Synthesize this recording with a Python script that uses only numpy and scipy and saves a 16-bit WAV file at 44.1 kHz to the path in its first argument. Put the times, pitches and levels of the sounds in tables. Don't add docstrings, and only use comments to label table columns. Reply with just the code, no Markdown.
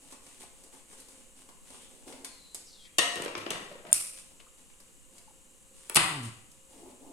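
import sys
import numpy as np
from scipy import signal
from scipy.fft import rfft, irfft, next_fast_len
from scipy.io import wavfile
from scipy.ndimage import map_coordinates

SR = 44100
rng = np.random.default_rng(int(sys.argv[2]) if len(sys.argv) > 2 else 0)


def log_audio(samples):
    frames = np.atleast_2d(samples).T
    limited = np.clip(frames, -1, 1)
    pcm = np.round(limited * 32767).astype(np.int16)
    wavfile.write(sys.argv[1], SR, pcm)


N = 313992
TIME = np.arange(N) / SR

# (frequency [Hz], correlation [ratio])
ROOM_COHERENCE = [(30, 0.014), (70, 0.64), (140, 0.74), (340, 0.84), (520, 0.65), (800, 0.39),
                  (1200, -0.093), (2800, 0.09), (5000, -0.23), (8500, 1), (14000, -0.23)]
HISS_COHERENCE = [(60, 0.15), (120, 0.26), (240, 0.55), (480, 0.63), (950, 0.19), (1890, 0.11),
                  (3770, 0.03), (7520, 1), (15000, 0.73)]
# (frequency [Hz], left minus right [dB])
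IMBALANCE = [(500, 0.5), (1300, 1), (2800, 7), (4500, 2.5), (8500, -1.5), (13000, 5)]
# (frequency [Hz], level [dB])
AIR_SPECTRUM = [(10, 13.5), (22, 4.5), (45, -1), (85, -7.5), (145, -9.5), (180, -5), (300, -7.5),
                (420, -11), (520, -8), (600, -16.5), (800, -17), (1050, -12.5), (1500, -18), (2500, -46)]
HISS_SPECTRUM = [(880, -33), (1500, -25), (1620, -9), (1710, -5), (1790, -7.5), (3060, -3), (3380, -9),
                 (3660, -5.5), (5280, -10.5), (7390, 4.5), (10100, -1.5), (15100, -21), (16000, -27)]
ECHO_SPECTRUM = [(100, -0.5), (300, -2.5), (1000, 2.5), (3000, 0), (8500, -3), (11000, -5.5), (14000, -8.5)]
# (frequency [Hz], bandwidth [Hz], level [dB])
ROOM_TONES = [(532, 7.4, -73.5), (2842, 43, -77.5)]
# (frequency [Hz], T60 [s])
ROOM_T60 = [(100, 0.53), (300, 0.76), (1000, 0.66), (3000, 0.68), (8500, 0.58), (11500, 0.56),
            (14000, 0.54)]

# (start [s], duration [s], relative rustle [dB], relative rub [dB])
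STROKES = [(-0.002, 0.09, -56.5, -60.5), (0.101, 0.028, -52, -61), (0.208, 0.17, -54.5, -65),
           (0.397, 0.023, -48.5, -59), (0.55, 0.12, -59.5, -64.5), (0.71, 0.086, -56.5, -65.5),
           (0.877, 0.069, -52.5, -65), (0.966, 0.051, -53.5, -61.5), (1.05, 0.18, -56.5, -65),
           (1.348, 0.076, -55.5, -63), (1.629, 0.22, -52.5, -63.5), (1.875, 0.16, -59, -60),
           (2.054, 0.076, -51.5, -46.5), (2.15, 0.12, -66, -54.5), (4.167, 0.02, -46, -78),
           (4.303, 0.023, -62, -58.5), (4.571, 0.041, -56.5, -62.5), (5.117, 0.056, -56.5, -61),
           (5.72, 0.19, -55, -86), (6.224, 0.035, -42.5, -54), (6.684, 0.08, -58.5, -55),
           (6.758, 0.16, -61.5, -52.5), (6.986, 0.14, -63, -51.5)]
# (time [s], fibre tick [dB], wall clack [dB], hollow knock [dB])
TICKS = [(0.123, -51, -58, -50.5), (0.265, -55, -59, -59), (0.431, -51, -69, -56.5), (0.637, -54, -77, -61),
         (0.738, -58, -70, -57), (0.93, -61, -68, -55.5), (1.0, -50.5, -69, -66), (1.085, -53.5, -79, -60),
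         (1.489, -55, -61, -54.5), (1.703, -53, -58.5, -52.5), (1.744, -66, -61, -55.5),
         (2.079, -54, -54, -67), (2.125, -59, -50.5, -60), (2.246, -38.5, -45.5, -77),
         (2.546, -36.5, -51.5, -53), (4.401, -81, -58.5, -63), (4.701, -83, -63.5, -78),
         (4.802, -54.5, -64, -63), (5.181, -52.5, -61, -64), (6.516, -55.5, -76, -68)]
# (frequency [Hz], level [dB])
RUSTLE_SPECTRUM = [(900, -12.5), (1600, -11), (3200, -6), (5200, -6), (7500, -3), (9000, 4), (11000, -8.5),
                   (13000, -17), (16000, -27)]
RUB_SPECTRUM = [(100, -13.5), (180, -16), (250, 6.5), (350, 0), (440, -1), (530, -1.5), (650, -7.5),
                (800, -3), (1150, -17), (1600, -37), (4000, -31)]
FIBRE_SPECTRUM = [(2500, -17), (4500, -2), (6000, -1.5), (9000, 4), (11500, -3), (16000, -25)]
CLACK_SPECTRUM = [(500, -39.5), (900, 2.5), (1500, -2.5), (2200, 0.5), (3000, -1), (4200, -1), (6000, -6),
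                  (10000, -50)]
HOLLOW_SPECTRUM = [(120, -24), (250, 2), (400, -0.5), (560, -2), (790, -3), (1080, -2.5), (1500, -12.5),
                   (4000, -36)]
# (start [s], duration [s], centre [Hz], bandwidth [Hz], level [dB])
SCUFFS = [(1.71, 0.16, 3350, 900, -66.5), (2.834, 0.04, 2200, 1010, -63)]
# (start [s], duration [s], first pitch [Hz], settled pitch [Hz], glide time [s],
# relative tone [dB], relative chafe [dB], waver [Hz], extra waver per hertz still to glide [ratio])
SQUEAKS = [(2.272, 0.265, 4420, 4020, 0.24, -56.5, -71, 200, 0),
           (2.655, 0.21, 5500, 3180, 0.19, -58, -54.5, 60, 0.3),
           (2.91, 0.076, 3220, 3220, 0.07, -67, -72, 40, 0)]
# (start [s], duration [s], pitch [Hz], level [dB], waver [Hz])
CREAKS = [(0.433, 0.015, 796, -57, 140), (2.082, 0.028, 270, -53, 70.6), (2.122, 0.023, 560, -48.5, 150),
          (2.188, 0.04, 250, -60, 60), (6.805, 0.081, 335, -52, 79.3), (7.06, 0.055, 349, -58.5, 80.5),
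          (3.709, 0.024, 562, -47.5, 90), (3.749, 0.016, 510, -48.5, 90), (3.793, 0.022, 453, -52, 160.8),
          (3.842, 0.025, 609, -50, 109.4), (3.878, 0.012, 620, -45, 69.6), (3.895, 0.018, 672, -49, 78.6),
          (4.392, 0.021, 2880, -58, 605), (4.465, 0.0074, 1285, -57, 169), (4.485, 0.0047, 3200, -60, 504),
          (4.733, 0.0056, 2850, -58, 404), (5.275, 0.0086, 870, -52, 70), (5.305, 0.0072, 837, -56, 69.6)]

# (start [s], duration [s], relative level [dB])
PULLS = [(3.162, 0.084, -38), (3.368, 0.046, -40), (3.501, 0.033, -34), (3.598, 0.18, -50.5),
         (3.863, 0.06, -47.5)]
# (time [s], thud [dB], click [dB])
BUMPS = [(3.159, -41, -53), (3.175, -45, -44), (3.199, -38, -51), (3.223, -41, -55), (3.26, -35, -58),
         (3.28, -43, -42.5), (3.352, -37.5, -36.5), (3.464, -34, -44), (3.851, -48.5, -60),
         (5.898, -44, -43.5)]
# (time [s], level [dB])
TIP_CLICKS = [(5.897, -34), (5.9467, -31.5)]
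# (frequency [Hz], level [dB])
DRAG_SPECTRUM = [(53, -24), (90, -12), (140, -3.5), (280, -6), (403, -6), (458, -5.5), (749, -9),
                 (1100, -8), (1520, -11.5), (2890, -13.5), (6240, -24), (8420, -30), (11600, -21),
                 (15000, -107)]
SKID_SPECTRUM = [(100, -14), (400, -17), (1000, 9), (1600, 4.5), (2800, 3.5), (4500, -1), (6200, -38),
                 (9000, -28), (12000, -25), (15000, -28)]
THUD_SPECTRUM = [(100, -30), (300, 6.5), (550, 4), (800, -5), (1500, -6), (3000, -10.5), (6000, -27),
                 (10000, -52)]
CLICK_SPECTRUM = [(400, -38.5), (1000, 8), (1700, 0.5), (2700, 4.5), (4000, -5.5), (5800, -2.5),
                  (7000, -27), (12000, -37)]
TIP_SPECTRUM = [(300, -14), (1500, -12), (2700, -3), (4000, -6.5), (5200, -5), (6200, -11), (8000, 2),
                (9200, -3), (11000, 5.5), (12500, -1.5), (14000, -12), (16000, -4)]
# (multiple of the slip rate [ratio], relative level [dB])
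THROB_HARMONICS = [(1, 1), (2, -4), (3, -15.5), (4, -30)]
# (frequency [Hz], bandwidth [Hz], relative gain [dB])
SCISSOR_MODES = [(325, 140, -10), (690, 30, -1), (1080, 35, -5), (1260, 70, -1), (1870, 90, 1),
                 (2790, 50, 5), (2950, 50, 6), (3640, 70, 1), (3990, 35, -4)]
# (time [s], relative wood level [dB], relative steel level [dB])
KNOCKS = [(2.9831, -26.5, -23.5), (2.985, -21, -25), (2.9907, -20, -28), (3.157, -48, -41),
          (3.221, -44, -39), (3.248, -55, -43.5), (3.379, -44, -47), (3.505, -32, -33.5), (3.516, -38, -49),
          (5.955, -39, -27.5), (5.9588, -23.5, -18.5), (5.9659, -25, -18.5), (5.969, -22.5, -22.5),
          (5.972, -20.5, -27.5)]
# (frequency [Hz], level [dB])
LIFT_WOOD = [(60, -23), (190, -8.5), (320, -2.5), (520, -2), (700, -1.5), (850, -10.5), (1130, 0.5),
             (1500, -11), (1850, 0), (2100, -7.5), (2350, -6.5), (2900, -1.5), (3250, -3.5), (3640, -2.5),
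             (4300, -10), (6500, -5.5), (10000, -39)]
LIFT_STEEL = [(2500, -16), (4600, -0.5), (5200, -18), (6200, -4), (7200, -2.5), (9000, 1.5), (10500, -8.5),
              (12000, -9.5), (16000, -31)]
DROP_WOOD = [(50, -55), (95, -2), (200, -3), (310, 4), (470, -7), (630, -5.5), (790, 0), (1300, 0),
             (1550, -4.5), (2700, 2), (3600, -4.5), (4200, -9), (6500, -28), (10000, -55.5)]
DROP_STEEL = [(2500, -15), (4700, -2), (6200, -7.5), (7100, -4), (8200, 2.5), (9200, 1.5), (10700, -1.5),
              (12000, -10), (16000, -31)]
# (time [s], relative level [dB], T60 [s])
BLADE_CLICKS = [(3.914, -38, 0.034), (3.9290, -8.5, 0.0099)]
# (frequency [Hz], level [dB])
BLADE_SPECTRUM = [(120, -37), (250, -20), (700, -28), (1300, -13.5), (2000, -24), (2600, -22), (3400, -14),
                  (4600, -15), (5500, -10), (6400, -11), (7100, 2), (7900, -6), (8800, 12), (10000, -5.5),
                  (12500, -9), (16000, -19)]
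SCATTER_SPECTRUM = [(200, -25.5), (750, -43), (1250, -21), (1700, -29), (2450, -16), (3300, -23),
                    (4000, -20.5), (5600, -11.5), (6600, -15.5), (7800, -8.5), (8900, 0.5), (10000, -3.5),
                    (12500, -12), (16000, -33)]

LANDED_RING_DB = -7


def amp(db):
    return 10 ** (np.asarray(db) / 20)


def unit(x):
    return x / np.sqrt(np.mean(np.abs(x) ** 2) + 1e-20)


def along(points, hz):
    freqs, values = np.transpose(points)
    return np.interp(np.log(hz + 1), np.log(freqs + 1), values)


def wobble(rate):
    return map_coordinates(rng.standard_normal(int(N * rate / SR) + 4), [TIME * rate], order=1)


def swell(start, length, attack_s, release_s):
    t = TIME - start
    return np.clip(t / attack_s, 0, 1) * np.exp(-np.clip((t - length) / release_s, 0, 20))


def filtered(x, response):
    n = x.shape[-1]
    size = next_fast_len(n + 8192, real=True)
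    return irfft(rfft(x, size) * response(np.fft.rfftfreq(size, 1 / SR)), size)[..., :n]


def coloured(x, spectrum, size=4096):
    cepstrum = irfft(np.log(amp(along(spectrum, np.fft.rfftfreq(size, 1 / SR)))))
    cepstrum[1:size // 2] *= 2
    cepstrum[size // 2 + 1:] = 0
    impulse_response = irfft(np.exp(rfft(cepstrum)))
    return signal.oaconvolve(x, impulse_response[None], axes=1)[:, :x.shape[1]]


def noise(count=N, coherence=ROOM_COHERENCE):
    size = next_fast_len(count, real=True)
    angle = np.arccos(np.clip(along(coherence, np.fft.rfftfreq(size, 1 / SR)), -1, 1)) / 2
    white = rfft(rng.standard_normal((2, size)))
    mid, side = irfft(white * np.array([np.cos(angle), np.sin(angle)]), size)[:, :count]
    return np.array([mid + side, mid - side])


def burst(spectrum, t60, count=8192):
    decay = amp(-60 * np.arange(count) / SR / t60)
    return unit(coloured(noise(count) * decay, spectrum)) * np.sqrt(SR / 100 / count)


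def add(track, start, x):
    part = track[:, round(start * SR):][:, :x.shape[1]]
    part += x[:, :part.shape[1]]


def background(air_db=-60, hiss_db=-60.5):
    tones = sum(amp(db) * unit(filtered(noise(), lambda f: 1 / (1 + (2 * (f - hz) / width) ** 2)))
                for hz, width, db in ROOM_TONES)
    hiss = unit(coloured(noise(coherence=HISS_COHERENCE), HISS_SPECTRUM))
    air = unit(coloured(noise(), AIR_SPECTRUM))
    return amp(air_db) * air + amp(hiss_db) * hiss + tones


def echo(x, wet_db, gap_s=0.0037):
    hz, t, bands = signal.stft(noise(SR), SR, nperseg=256)
    decay = amp(-60 * t / along(ROOM_T60, hz)[:, None])
    onset = np.clip(t / gap_s - 1, 0, 1)
    tail = signal.istft(bands * decay * onset, SR, nperseg=256)[1]
    tail = coloured(tail / np.linalg.norm(tail[0]), ECHO_SPECTRUM)
    return amp(wet_db) * signal.fftconvolve(x[:1], tail, axes=1)[:, :N]


def room(x, wet_db):
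    return x + echo(x, wet_db)


def weaving(gain_db=-4, grain_db=1.5, uneven_db=2, slip_db=3, crackles_per_s=70, crackle_db=-11):
    roughness = noise() * amp(grain_db * wobble(870) + uneven_db * wobble(45))
    rustle = unit(coloured(roughness, RUSTLE_SPECTRUM))
    fibre_gives = rng.random(N) < crackles_per_s / SR
    cracks = fibre_gives * amp(4 * rng.standard_normal((2, N)))
    crackle = unit(coloured(cracks, CLACK_SPECTRUM)) + unit(coloured(cracks, FIBRE_SPECTRUM))
    rustle += amp(crackle_db) * crackle
    rub = unit(coloured(noise() * amp(slip_db * wobble(120)), RUB_SPECTRUM))
    out = np.zeros((2, N))
    for start, length, rustle_db, rub_db in STROKES:
        sliding = swell(start, length, attack_s=0.24 * length, release_s=0.02)
        out += sliding * (amp(rustle_db) * rustle + amp(rub_db) * rub)
    return amp(gain_db) * out


def tube_ticks(t60=0.067):
    out = np.zeros((2, N))
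    for start, fibre_db, clack_db, knock_db in TICKS:
        add(out, start, amp(fibre_db) * burst(FIBRE_SPECTRUM, t60))
        add(out, start, amp(clack_db) * burst(CLACK_SPECTRUM, t60))
        add(out, start, amp(knock_db) * burst(HOLLOW_SPECTRUM, t60))
    return out


def tube_scuffs(grain_db=3):
    out = np.zeros((2, N))
    rubbing = noise() * amp(grain_db * wobble(300))
    for start, length, hz, width, db in SCUFFS:
        band = unit(filtered(rubbing, lambda f: 1 / (1 + (2 * (f - hz) / width) ** 4)))
        out += amp(db) * swell(start, length, attack_s=0.018, release_s=0.02) * band
    return out


def tube_squeaks(gain_db=-2.5, flutter_db=2, chafe_spread_hz=1700):
    out = np.zeros(N)
    waver = wobble(2200)
    flutter = amp(flutter_db * wobble(200))
    chafe = filtered(rng.standard_normal(N), lambda f: np.exp(-f / chafe_spread_hz))
    chafe = unit(signal.hilbert(chafe))
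    for start, length, first_hz, settled_hz, glide_s, tone_db, chafe_db, waver_hz, rasp in SQUEAKS:
        glide_hz = (first_hz - settled_hz) * np.clip(1 - (TIME - start) / glide_s, 0, 1) ** 2
        hz = settled_hz + glide_hz + (waver_hz + rasp * np.abs(glide_hz)) * waver
        note = np.exp(2j * np.pi * np.cumsum(hz) / SR) * (amp(tone_db) + amp(chafe_db) * chafe)
        out += swell(start, length, attack_s=0.02, release_s=0.012) * note.real
    return amp(gain_db) * flutter * out


def creaks(flutter_db=4):
    out = np.zeros(N)
    waver = wobble(1500)
    flutter = amp(flutter_db * wobble(260))
    for start, length, hz, db, waver_hz in CREAKS:
        phase = 2 * np.pi * np.cumsum(hz + waver_hz * waver) / SR
        out += amp(db) * swell(start, length, attack_s=0.0044, release_s=0.0046) * np.sin(phase)
    return np.array([out, out]) * flutter


def scissor_resonance(x, ring_db=0):
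    return filtered(x, lambda f: 1 + sum(
        amp(db + ring_db) * 1j * f * width / (hz * hz - f * f + 1j * f * width)
        for hz, width, db in SCISSOR_MODES))


def handle_drag(gain_db=-5, catch_db=6):
    pulling = sum(amp(db + gain_db) * swell(start, length, attack_s=0.0069, release_s=0.036)
                  for start, length, db in PULLS)
    catching = noise() * amp(catch_db * wobble(160))
    return pulling * unit(coloured(catching, DRAG_SPECTRUM))


def handle_bumps():
    out = np.zeros((2, N))
    for start, thud_db, click_db in BUMPS:
        add(out, start, amp(thud_db) * burst(THUD_SPECTRUM, t60=0.03))
        add(out, start, amp(click_db) * burst(CLICK_SPECTRUM, t60=0.021))
    return out


def tip_clicks():
    out = np.zeros((2, N))
    for start, db in TIP_CLICKS:
        add(out, start, amp(db) * burst(TIP_SPECTRUM, t60=0.012))
    return out


def scissor_skid(start_s=5.98, length_s=0.305, slip_hz=214, slowing_s=0.43, fade_db_per_s=117):
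    t = np.maximum(TIME - start_s, 0)
    slip_rate = slip_hz * np.exp(-t / slowing_s) * (1 + 0.025 * wobble(80))
    phase = 2 * np.pi * np.cumsum(slip_rate) / SR
    harmonics = sum(amp(db) * np.cos(k * phase) for k, db in THROB_HARMONICS)
    throb = amp(-40) * np.minimum(t / 0.21, 1) * harmonics
    grit = coloured(noise() * amp(5 * np.cos(phase)), SKID_SPECTRUM)
    scrape = amp(-28 - fade_db_per_s * t) * unit(scissor_resonance(grit, LANDED_RING_DB))
    return swell(start_s, length_s, attack_s=0.0038, release_s=0.0094) * (throb + scrape)


def scissor_knocks(wood_t60, steel_t60, lift_db, drop_db=-1, steel_db=-1, put_back_s=5):
    lifted, dropped, steel = np.zeros((3, 2, N))
    for start, table_db, clink_db in KNOCKS:
        if start < put_back_s:
            wood, thump, clink = lifted, LIFT_WOOD, LIFT_STEEL
        else:
            wood, thump, clink = dropped, DROP_WOOD, DROP_STEEL
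        add(wood, start, amp(table_db) * burst(thump, wood_t60))
        add(steel, start, amp(clink_db + steel_db) * burst(clink, steel_t60))
    lifting = amp(lift_db) * scissor_resonance(lifted)
    landing = amp(drop_db) * scissor_resonance(dropped, LANDED_RING_DB)
    return lifting + landing + steel


def blade_clicks(gain_db=-5, grain_db=2, count=4096):
    direct, scattered = np.zeros((2, 2, N))
    impulse = np.eye(1, count)
    splash = unit(coloured(impulse, SCATTER_SPECTRUM)) * np.sqrt(SR / 100 / count)
    for start, db, t60 in BLADE_CLICKS:
        add(direct, start, amp(db + gain_db) * burst(BLADE_SPECTRUM, t60))
        add(scattered, start, amp(db + gain_db) * splash)
    return direct + echo(scattered, wet_db=-3) * amp(grain_db * wobble(360))


def scene():
    basket = room(weaving() + tube_ticks() + tube_scuffs(), wet_db=-0.5)
    basket += room(tube_squeaks()[None] + creaks(), wet_db=-9.5)
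    crisp = scissor_knocks(wood_t60=0.045, steel_t60=0.018, lift_db=-3.5)
    echo_feed = scissor_knocks(wood_t60=0.097, steel_t60=0.021, lift_db=-2)
    scissors = crisp + echo(echo_feed, wet_db=-2)
    scissors += room(handle_drag(), wet_db=-2)
    scissors += room(handle_bumps(), wet_db=-0.5)
    scissors += room(scissor_skid(), wet_db=-7.5)
    scissors += blade_clicks()
    scissors += room(tip_clicks(), wet_db=-2.5)
    return background() + basket + scissors


def record(dry, ceiling=0.9, top_hz=16100):
    pair = filtered(dry, lambda hz: amp(np.outer([0.5, -0.5], along(IMBALANCE, hz))))
    return filtered(np.clip(pair, -ceiling, ceiling), lambda hz: hz < top_hz)


dry = scene()
out = record(dry)
log_audio(out)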